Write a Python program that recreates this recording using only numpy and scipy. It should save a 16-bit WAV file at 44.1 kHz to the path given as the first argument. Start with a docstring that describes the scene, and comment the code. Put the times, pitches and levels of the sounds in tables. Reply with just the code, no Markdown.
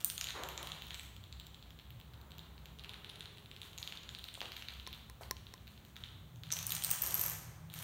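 """In a bare, echoing room, over low rumble, faint hiss and soft shuffling, a chain of plastic tiles is falling.
Each tile clacks from a rough contact and rings in two high modes; small contacts patter on as the tiles settle.
Shoes slide early on as coloured noise; midway there are a few heel clicks, more scuffs and close hollow ticks.
Near the end a looser row falls flat and clatters with stronger rings, and the shuffling swells.
The room answers with wall echoes and a diffuse tail; a hand-held microphone hears it all."""
import sys
import numpy as np
from scipy import signal
from scipy.fft import rfft, irfft, next_fast_len
from scipy.io import wavfile

SR = 44100
rng = np.random.default_rng(int(sys.argv[2]) if len(sys.argv) > 2 else 0)


def convert_level_to_amplitude(level_db):
    """Map a level in decibels to its linear amplitude factor."""
    exponent = np.asarray(level_db, float) / 20
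    return 10 ** exponent


def put_to_file(sound):
    """Save the sound as 16-bit audio at rate SR, in the file named by the first command-line argument."""
    columns = np.atleast_2d(sound).T  # one column per channel
    safe = np.clip(columns, -1, 1)
    whole_steps = np.round(safe * 32767)
    wavfile.write(sys.argv[1], SR, whole_steps.astype(np.int16))


N = 345303


def rms_one(x):
    """Scale to rms 1."""
    return x / np.sqrt(np.mean(x ** 2) + 1e-20)


def peak_one(rows):
    """Scale each row to peak 1."""
    return rows / np.abs(rows).max(axis=1, keepdims=True)


def at_hz(points, hz):
    """Read a table on a log-frequency axis."""
    table_hz, values = np.array(points).T
    return np.interp(np.log(np.maximum(hz, 1)), np.log(table_hz), values)


def coloured(spectrum):
    """Steady noise of a given spectrum, rms 1."""
    size = next_fast_len(N)
    gain = convert_level_to_amplitude(at_hz(spectrum, np.arange(size // 2 + 1) * SR / size))
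    return rms_one(irfft(rfft(rng.standard_normal(size)) * gain, size)[:N])


def band(x, low_hz, high_hz):
    """Second-order band-pass."""
    return signal.sosfilt(signal.butter(2, [low_hz, high_hz], "band", fs=SR, output="sos"), x)


def resonances(x, peaks):
    """Parallel two-pole resonances, signs alternating."""
    out = 0
    for k, (hz, width, db) in enumerate(peaks):
        r = np.exp(-np.pi * width / SR)   # pole radius
        poles = [1, -2 * r * np.cos(2 * np.pi * hz / SR), r * r]
        ringing = signal.lfilter([1, 0, -1], poles, x) * (1 - r * r) / 2
        out = out + (-1) ** k * convert_level_to_amplitude(db) * ringing
    return out


def dying_sine(hz, t60, phase, t):
    """Damped sines, one per row; phase in cycles."""
    return np.sin(2 * np.pi * (hz * t + phase)) * convert_level_to_amplitude(-60 * t / t60)


def place(times, bursts):
    """Add each burst at its moment."""
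    starts = np.round(np.asarray(times) * SR).astype(int)
    at = starts[:, None] + np.arange(bursts.shape[1])
    return np.bincount(at.ravel(), bursts.ravel(), N + bursts.shape[1])[:N]


def swell(s, db, rise, t60):
    """A level that rises from time s and dies away."""
    age = np.maximum(np.arange(N) / SR - s, 0)
    return convert_level_to_amplitude(db - 60 * age / t60) * (1 - np.exp(-age / rise))


# Groups of low room modes. Each mode: frequency in Hz, width in Hz, level within the group in dB.
MODE_GROUPS = [
    [(64.3, 12, 0)],
    [(87.1, 15.3, 2), (122.7, 19, 2)],
    [(159.15, 12.7, 0)],
    [(203, 36, 0)],
    [(407.6, 81, 0)],
]
# Steady level of each group, in dB.
MODE_DB = [-64.5, -64.5, -70.5, -77, -85]
# Lifts of single groups. Each row: start in seconds, length in seconds, nearby Hz, level added in power in dB.
RUMBLE_SWELLS = [(.2, 2.7, 63, -60), (4.1, .3, 63, -61.5), (4.7, .75, 63, -59.5), (7, .25, 63, -57),
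                 (0.97, .35, 105, -58.5), (1.85, .35, 105, -60), (5.22, .45, 105, -62), (6, 1.9, 105, -56),
                 (0.59, .35, 160, -61), (2.27, .6, 160, -65), (6.23, 1.6, 160, -57), (3.95, 2.15, 205, -72),
                 (2.79, 0.98, 410, -71), (3.2, 0.68, 105, -64.5)]
# Spectrum of the broad rumble. Each row: frequency in Hz, relative level in dB per Hz.
RUMBLE_COLOUR = [(12, -106), (20, -27), (48, 0.5), (70, -2.5), (157, -1), (242, -18.5), (300, -20),
                 (390, -43), (660, -120)]


def rumble():
    """Low outside noise fills the lowest modes of the room, which swell separately."""
    edge_s, broad_db = 0.094, -63
    white, t = rng.standard_normal((len(MODE_GROUPS), N)), np.arange(N) / SR
    modes = np.array([rms_one(resonances(resonances(w, m), m)) for w, m in zip(white, MODE_GROUPS)])
    power = convert_level_to_amplitude(np.array(MODE_DB))[:, None] ** 2 * np.ones(N)
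    centres = np.array([np.mean([hz for hz, _, _ in m]) for m in MODE_GROUPS])
    for s, length, hz, db in RUMBLE_SWELLS:
        gate = np.clip(np.minimum(t - s, s + length - t) / edge_s + .5, 0, 1)
        nearest = np.argmin(np.abs(centres - hz))
        power[nearest] += (convert_level_to_amplitude(db) * gate) ** 2
    return convert_level_to_amplitude(broad_db) * coloured(RUMBLE_COLOUR) + np.sum(np.sqrt(power) * modes, axis=0)


# Spectrum of the hiss. Each row: frequency in Hz, relative level in dB per Hz.
AIR_COLOUR = [(120, -23), (200, 6.5), (273, 0), (899, -13.5), (2090, -19), (3430, -12), (5040, -20.5),
              (6880, -19), (10300, -23), (15100, -16), (16000, -12)]


def air():
    """Faint, steady coloured noise."""
    return convert_level_to_amplitude(-64.5) * coloured(AIR_COLOUR)


# Swells of the shuffling. Each row: start in seconds, level in dB, rise in seconds, t60 in seconds.
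SHUFFLES = [(2.1, -60.5, 0.26, 1.9), (2.8, -61, .15, 1.3), (3.7, -61, 0.21, 1.3), (7.0, -44.5, 0.14, 1.22)]
# Shoes sliding. Each row: start in seconds, level in dB, rise in seconds, t60 in seconds, grit in dB re slide.
SLIDES = [(0.337, -41.5, 0.025, 1, -21), (0.569, -55, 0.034, 1, -30), (4.42, -51.5, .01, 0.46, -13),
          (5.208, -52.5, 0.0048, 0.31, -3.5)]
# Spectrum of shoe friction. Each row: frequency in Hz, relative level in dB per Hz.
FRICTION_COLOUR = [(120, -46), (200, -19), (361, -1.5), (413, -5), (720, -3.5), (1060, -2.5), (2360, -12),
                   (3000, -24), (3900, -36), (6600, -120)]
# What a sliding sole favours. Each row: frequency in Hz, width in Hz, relative level in dB.
SOLE = [(328, 280, -14), (1100, 300, 9)]


def scuffs():
    """Dull friction noise: a soft shuffle, and single slides that swell and die with some bright grit."""
    shuffle_db, sole_db = -69.5, 1.5   # steady shuffle; sole resonance re plain friction
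    shuffle = convert_level_to_amplitude(shuffle_db) + sum(swell(*row) for row in SHUFFLES)
    slides = [swell(*row[:4]) for row in SLIDES]
    grit = sum(convert_level_to_amplitude(row[4]) * slide for row, slide in zip(SLIDES, slides))
    friction = coloured(FRICTION_COLOUR)
    sole = rms_one(friction + convert_level_to_amplitude(sole_db) * rms_one(resonances(friction, SOLE)))
    bright = rms_one(band(rng.standard_normal(N), 2000, 18000))
    return shuffle * coloured(FRICTION_COLOUR) + sum(slides) * sole + grit * bright


# Stretches of the chain whose tiles lie and ring alike. Each row: start in seconds, lower ring in Hz,
# upper ring in Hz, stir at the tile edges in dB, stir of the flat faces in dB.
STRETCHES = [(0, 9000, 14360, -1, -12.5), (.15, 6740, 12800, 3.5, -2.5), (.4, 7300, 12600, 6, -2.5),
             (.6, 9300, 15000, 6.5, 5), (.7, 6800, 15800, 6, 4), (.93, 7800, 14500, 0., 4),
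             (1.1, 7250, 14500, 3.5, -10), (2.75, 9700, 11700, 4, 2), (3.3, 7670, 10900, 1.5, 7.5),
             (3.7, 6830, 12200, 0.5, 4), (4.1, 8960, 15000, -3, 3), (4.38, 6400, 13600, 2, 6),
             (5.0, 6660, 14400, 4, 8), (6.48, 6260, 12200, 4, -3), (6.65, 8900, 14500, 0, -0.5),
             (6.71, 6730, 12900, -1, -0.5), (6.74, 8780, 14200, 0, 1), (6.9, 8800, 15500, 9.5, -2),
             (7.0, 8100, 13370, 4, -0.5), (7.05, 8900, 12800, 0, 0.5), (7.6, 8900, 13400, 11, 8.5),
             (7.77, 8660, 11500, 3., 7)]


def stretch(s):
    """Ring pitches and stir of the stretch that is falling at time s."""
    rows = np.array(STRETCHES)
    current = np.searchsorted(rows[:, 0], s, "right") - 1
    return rows[np.maximum(current, 0), 1:].T


def aftermath(s, gain, earlier_db):
    """Each fall leaves a stir in proportion to its strength that swells, then dies; the stirs add in power."""
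    decay_s, rise_s = 0.052, 0.019   # decay of the amplitude, rise of the power
    r, q = np.exp(-2 / (decay_s * SR)), np.exp(-1 / (rise_s * SR))
    earlier = convert_level_to_amplitude(earlier_db) ** 2 * r ** np.arange(N)
    impulses = place(s, gain[:, None] ** 2) + 1e-18
    stir = signal.lfilter([1 - q], np.convolve([1, -r], [1, -q]), impulses)
    return np.sqrt(np.abs(stir) + earlier)


# The chain is already running: stir left at the edges and at the faces, in dB.
EARLIER_FALLS_DB = (-27.5, -27.5)
# Typical tile rings. Each row: frequency in Hz, width in Hz, relative level in dB.
TILE_RINGS = [(6060, 3000, 4), (9300, 460, 5.5), (12700, 4600, 0), (16200, 500, -5)]


def settling():
    """Many tiny uneven contacts after the falls: edges clack, faces slap the floor, tiles ring."""
    contacts_per_s = 450   # at the edges, and again at the faces
    clack_gain_db, ring_gain_db = -30.5, -26.5
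    slap_from_edges_db, slap_from_faces_db = -35, -34.5
    s, clack_db, low_db, high_db = np.transpose(FALLS)
    edge_db, flat_db = stretch(s)[2:]
    edgewise = aftermath(s, convert_level_to_amplitude(clack_db + edge_db), EARLIER_FALLS_DB[0])
    flat = aftermath(s, convert_level_to_amplitude(flat_db) * np.hypot(convert_level_to_amplitude(low_db), convert_level_to_amplitude(high_db)), EARLIER_FALLS_DB[1])
    sizes = convert_level_to_amplitude(3.1 * np.minimum(rng.exponential(1, (2, N)), 4)) * rng.choice([-1, 1], (2, N))
    edges, faces = sizes * (rng.random((2, N)) < contacts_per_s / SR) + 1e-18
    clack = convert_level_to_amplitude(clack_gain_db) * edgewise * rms_one(resonances(edges, CLACK))
    slap_level = convert_level_to_amplitude(slap_from_edges_db) * edgewise + convert_level_to_amplitude(slap_from_faces_db) * flat
    slap = slap_level * rms_one(band(faces, 640, 3760))
    ring = convert_level_to_amplitude(ring_gain_db) * flat * rms_one(resonances(edges + faces, TILE_RINGS))
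    return clack + slap + ring


# Decay of the room. Each row: frequency in Hz, t60 in seconds.
ROOM_T60 = [(300, 0.52), (1000, 1), (3500, 1), (8000, 0.66), (14000, 0.41)]
# First wall echoes. Each row: delay in seconds, gain ahead of the band-pass in dB.
WALL_ECHOES = [(.0120, -15.5), (0.015, -19), (.0175, -33), (.0215, -18)]


def room(x):
    """A few early wall echoes on a diffuse tail whose bands each die at their own rate."""
    tail_db, gap_s = -5.5, 0.0025
    early_lift, early_s = 0.97, 0.0072   # extra gain at the start, and its decay
    t, edges = np.arange(SR) / SR, 150 * 2 ** np.arange(0, 7.1, .5)
    white = rng.standard_normal((2, SR))
    tail = 0
    for k, (low, high) in enumerate(zip(edges, edges[1:])):
        tail = tail + band(white[k % 2], low, high) * convert_level_to_amplitude(-60 * t / at_hz(ROOM_T60, low))
    tail = tail * (1 - np.exp(-(t / gap_s) ** 3))   # held back until the first walls answer
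    # uneven level in 50-sample steps: early reflections arrive singly
    lumps = convert_level_to_amplitude(3.1 * np.repeat(rng.standard_normal(SR // 50), 50) * np.exp(-t / 0.034))
    tail = tail * lumps * (1 + early_lift * np.exp(-t / early_s))
    tail = convert_level_to_amplitude(tail_db) * tail / np.sqrt(np.sum(tail ** 2))
    for s, db in WALL_ECHOES:
        start = round(s * SR)
        tail[start:start + 64] += convert_level_to_amplitude(db) * band(np.eye(64)[0], 1500, 7100)
    return signal.fftconvolve(x, tail)[:N]


# Tile on tile or floor. Each row: start in seconds, then peak level in dB of clack, lower ring and upper ring.
FALLS = [(0.046, -32.5, -16, -15.5), (0.1, -27.5, -27.5, -34), (0.179, -27.5, -30, -37),
         (0.2116, -26, -27, -37), (0.242, -27.5, -30.5, -36), (0.2703, -28, -36, -48),
         (0.2872, -28.5, -48, -51), (0.3054, -27.5, -36, -50), (0.4355, -32, -35.5, -42),
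         (0.488, -32, -38, -34.5), (0.5772, -29.5, -33, -44), (0.629, -33.5, -37.5, -39),
         (0.6718, -30.5, -44, -42), (0.688, -41, -49, -56), (0.7184, -28, -40.5, -51),
         (0.821, -32, -46, -42), (0.868, -41, -56, -38), (0.9065, -29, -45, -48),
         (0.9443, -31.5, -34.5, -46), (0.9955, -31, -37.5, -60), (1.1647, -43.5, -52, -52),
         (1.239, -41.5, -55, -54), (1.3261, -36.5, -48.5, -60), (1.3984, -35.5, -46, -45),
         (1.4676, -42.5, -48, -45), (1.5449, -40, -52, -63), (1.6259, -41, -56, -61),
         (1.7058, -44, -56, -54), (1.7892, -42, -62, -55), (1.797, -43, -71, -68), (1.905, -41.5, -63, -47),
         (2, -45, -59, -50), (2.012, -45.5, -63, -73), (2.136, -46, -69, -54), (2.141, -47, -68, -63),
         (2.214, -46.5, -61, -54), (2.307, -48, -61, -55), (2.318, -39.5, -56, -57),
         (2.3826, -43, -51, -43), (2.392, -37.5, -52, -52), (2.579, -44, -69, -62.5),
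         (2.6567, -38, -49, -49), (2.7873, -42, -55, -60), (2.7947, -36, -56, -66),
         (2.8378, -41, -56, -49.5), (2.8453, -35.5, -56, -71), (2.8934, -32, -48, -50),
         (2.9358, -38, -51, -57), (2.9418, -36.5, -65, -59), (3.0457, -33, -51, -56),
         (3.094, -38, -48, -54), (3.0978, -34.5, -49, -61), (3.1571, -38.5, -48, -73.5),
         (3.196, -47, -56, -50), (3.207, -31.5, -44.5, -61), (3.2564, -34.5, -54, -60),
         (3.3723, -47, -61, -55), (3.3827, -42, -58, -57.5), (3.459, -42, -66, -58),
         (3.5138, -35, -54, -59), (3.564, -38, -54, -53), (3.6165, -32, -48, -44), (3.6309, -37, -59, -54),
         (3.7316, -42, -55, -56), (3.778, -35, -38.5, -44), (3.7841, -35, -36, -48),
         (3.8282, -27, -45, -44), (3.8752, -28, -41, -45), (3.9233, -30, -50, -59),
         (3.9728, -34.5, -50, -62), (4.033, -42.5, -51, -62), (4.036, -40, -56, -60),
         (4.0909, -32, -42, -60), (4.149, -29.5, -50, -57), (4.1874, -38, -49, -45), (4.193, -36, -65, -71),
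         (4.241, -31, -52, -42), (4.2828, -39, -56, -50), (4.2861, -32, -52, -61),
         (4.3408, -39, -39.5, -49), (4.348, -42, -55, -62), (4.352, -34, -46, -65), (4.4054, -29, -47, -47),
         (4.4152, -28, -46, -52), (4.4564, -34, -50, -62), (4.5194, -31, -55, -44), (4.565, -34, -56, -53),
         (4.5671, -32, -51, -40.5), (4.623, -31.5, -55, -57), (4.685, -28, -50, -47),
         (4.6955, -51, -70, -76), (4.7374, -38, -51, -50), (4.798, -34.5, -66, -53), (4.866, -31, -47, -59),
         (4.8818, -51, -72, -68), (4.9288, -32.5, -62, -44.5), (4.936, -36.5, -62, -70),
         (4.9402, -43, -61, -63), (4.9474, -59, -65, -63), (5.2336, -37.5, -63, -59),
         (5.3674, -39, -52, -62), (5.4678, -38.5, -64, -59), (5.5786, -47, -74, -58),
         (5.671, -45, -62, -55), (5.6777, -39.5, -59, -50), (5.7663, -56, -69, -67), (5.777, -44, -60, -61),
         (5.85, -45.5, -60, -50), (5.9578, -44, -64, -92.5), (5.9651, -35.5, -54, -48),
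         (6.0374, -30.5, -53, -66), (6.047, -64, -53, -69), (6.359, -51, -54.5, -63),
         (6.435, -33, -49.5, -49), (6.5043, -33, -41, -69), (6.5124, -50, -39, -61),
         (6.5183, -33, -21, -44), (6.524, -36, -18.5, -27.5), (6.5366, -40, -26.5, -37),
         (6.5674, -30.5, -38, -41), (6.589, -30.5, -30, -33), (6.6282, -40, -30.5, -35),
         (6.6674, -54, -23, -23), (6.694, -54, -28.5, -37), (6.7056, -29, -32, -26),
         (6.72, -26.5, -37, -21.5), (6.7225, -32, -27.5, -28), (6.7507, -39, -24, -31),
         (6.7655, -29.5, -29, -45), (6.823, -31, -30, -39), (6.838, -33, -23, -28),
         (6.8467, -30.5, -19.5, -21.5), (6.905, -45, -25, -21), (6.9126, -33, -18, -13.5),
         (6.988, -36.5, -33, -36), (7.0195, -44, -28, -19.5), (7.0218, -40, -25.5, -16.5),
         (7.036, -49, -53, -23), (7.0632, -37, -27, -28), (7.073, -46, -34, -21), (7.108, -36, -30, -29),
         (7.123, -40, -29, -44), (7.143, -34, -26, -14), (7.1516, -50, -42, -22), (7.1946, -37, -36, -20),
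         (7.2128, -38.5, -24.5, -18), (7.216, -45, -41, -19), (7.2385, -42, -36, -20),
         (7.2623, -41, -44, -20), (7.298, -41, -35, -24.5), (7.6999, -41.5, -54, -50),
         (7.73, -52, -49, -52), (7.7391, -36.5, -37.5, -35), (7.747, -45.5, -49, -41),
         (7.76, -45, -47, -45), (7.789, -38, -39, -34.5), (7.826, -39, -50, -36)]
# Body of the clack. Each row: frequency in Hz, width in Hz, relative level in dB.
CLACK = [(1385, 240, -10.5), (2752, 1040, -3), (3265, 782, 2.5), (3960, 730, -1.5)]


def falls():
    """A very short rough contact sounds the broad clack; every tile has its own two rings, each with a crack."""
    contact_s, rise_s = 0.00034, .00015
    lower_t60_s, upper_t60_s = .006, .005
    ring_scatter = .02   # tile to tile, share of the pitch
    s, clack_db, low_db, high_db = np.transpose(FALLS)[:, :, None]
    scatter = 1 + ring_scatter * rng.standard_normal((len(FALLS), 2)).T
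    low_hz, high_hz = (stretch(s[:, 0])[:2] * scatter)[:, :, None]
    t = np.arange(1024) / SR
    contact = rng.standard_normal((len(FALLS), len(t))) * np.exp(-t / contact_s)
    phase, rise = rng.random((len(FALLS), 2)), 1 - np.exp(-t / rise_s)
    clack = peak_one(band(resonances(contact, CLACK), 1520, 5360))
    low_crack = convert_level_to_amplitude(-4.5) * peak_one(band(contact, 4820, 8360))
    high_crack = convert_level_to_amplitude(-8.5) * peak_one(band(contact, 12500, 15000))
    lower = rise * dying_sine(low_hz, lower_t60_s, phase[:, :1], t) + low_crack
    upper = rise * dying_sine(high_hz, upper_t60_s, phase[:, 1:], t) + high_crack
    rings = convert_level_to_amplitude(low_db) * peak_one(lower) + convert_level_to_amplitude(high_db) * peak_one(upper)
    return place(s[:, 0], convert_level_to_amplitude(clack_db) * clack + rings)


# Heel clicks. Each row: start in seconds, peak level in dB, top of the band in Hz.
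HEELS = [(4.376, -43.5, 1220), (4.416, -31.5, 2650), (5.210, -40.5, 900)]


def heels():
    """A heel meets the floor: a dull, short click of decaying, roughened pressure."""
    s, db, top_hz = np.transpose(HEELS)
    t = np.arange(2048) / SR
    blows = (1 + .6 * rng.standard_normal((len(HEELS), len(t)))) * np.exp(-t / .0002)
    blows = np.array([band(blow, 450, hz) for blow, hz in zip(blows, top_hz)])
    return place(s, convert_level_to_amplitude(db)[:, None] * peak_one(blows))


# Dry ticks close to the microphone. Each row: start in seconds, peak level in dB, long ring in dB re the usual.
TICKS = [(4.874, -29, 3), (5.0985, -34.5, 4.), (5.3105, -19.5, 1), (5.5388, -33, 5)]
# Modes of the ticking part, long ring first. Each row: frequency in Hz, relative level in dB, t60 in seconds.
TICK_BODY = [(1036, -16, 0.067), (605, -14, 0.0065), (2000, -3.5, 0.0076), (4320, -4.5, 0.0057),
             (5400, -1, 0.0066), (10200, -7, 0.0048)]


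def ticks():
    """A small hollow part snaps: a bright crack and damped rings at once, then a dull rebound."""
    crack_s, rebound_s = .0016, .002   # length of the crack, delay of the rebound
    s, db, ring_db = np.transpose(TICKS)
    t = np.arange(4096) / SR
    strength = convert_level_to_amplitude(rng.normal(0, 1.4, (len(TICKS), len(TICK_BODY))))
    strength[:, 0] *= convert_level_to_amplitude(ring_db)
    body = 0
    for k, (hz, level_db, t60) in enumerate(TICK_BODY):
        body = body + strength[:, [k]] * convert_level_to_amplitude(level_db) * dying_sine(hz, t60, 0, t)
    crack = convert_level_to_amplitude(-5.5) * rng.standard_normal(body.shape) * np.exp(-(t / crack_s) ** 2)
    rebound = convert_level_to_amplitude(-3) * np.exp(-((t - rebound_s) / 0.000082) ** 2)
    snap = body + crack - band(rebound, 380, 4000)
    return place(s, convert_level_to_amplitude(db)[:, None] * peak_one(snap))


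def scene():
    """Tiles and heels in the room, close ticks nearly dry, background beneath."""
    far, near = falls() + settling() + heels(), ticks()
    echoes = room(far + convert_level_to_amplitude(-15) * near)
    background = scuffs() + rumble() + air()
    return (far + near + echoes + background)[None]


def low_pass(x):
    """Removes everything above the highest recorded frequency."""
    return signal.sosfilt(signal.butter(12, 17650, fs=SR, output="sos"), x)


# Dips in the microphone's response. Each row: frequency in Hz, width in Hz, depth in dB.
MICROPHONE_DIPS = [(5010, 1050, -3.5), (10800, 320, -2.5)]


def record(dry):
    """Two dips in the microphone's response, then a steep top cut, 32 dB down from 16100 Hz."""
    x = dry
    for hz, width, db in MICROPHONE_DIPS:
        x = x - (1 - convert_level_to_amplitude(db)) * resonances(x, [(hz, width, 0)])
    mix = signal.sosfilt(signal.cheby2(12, 32, 16100, fs=SR, output="sos"), x)
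    return low_pass(mix)


dry = scene()
out = record(dry)
put_to_file(out)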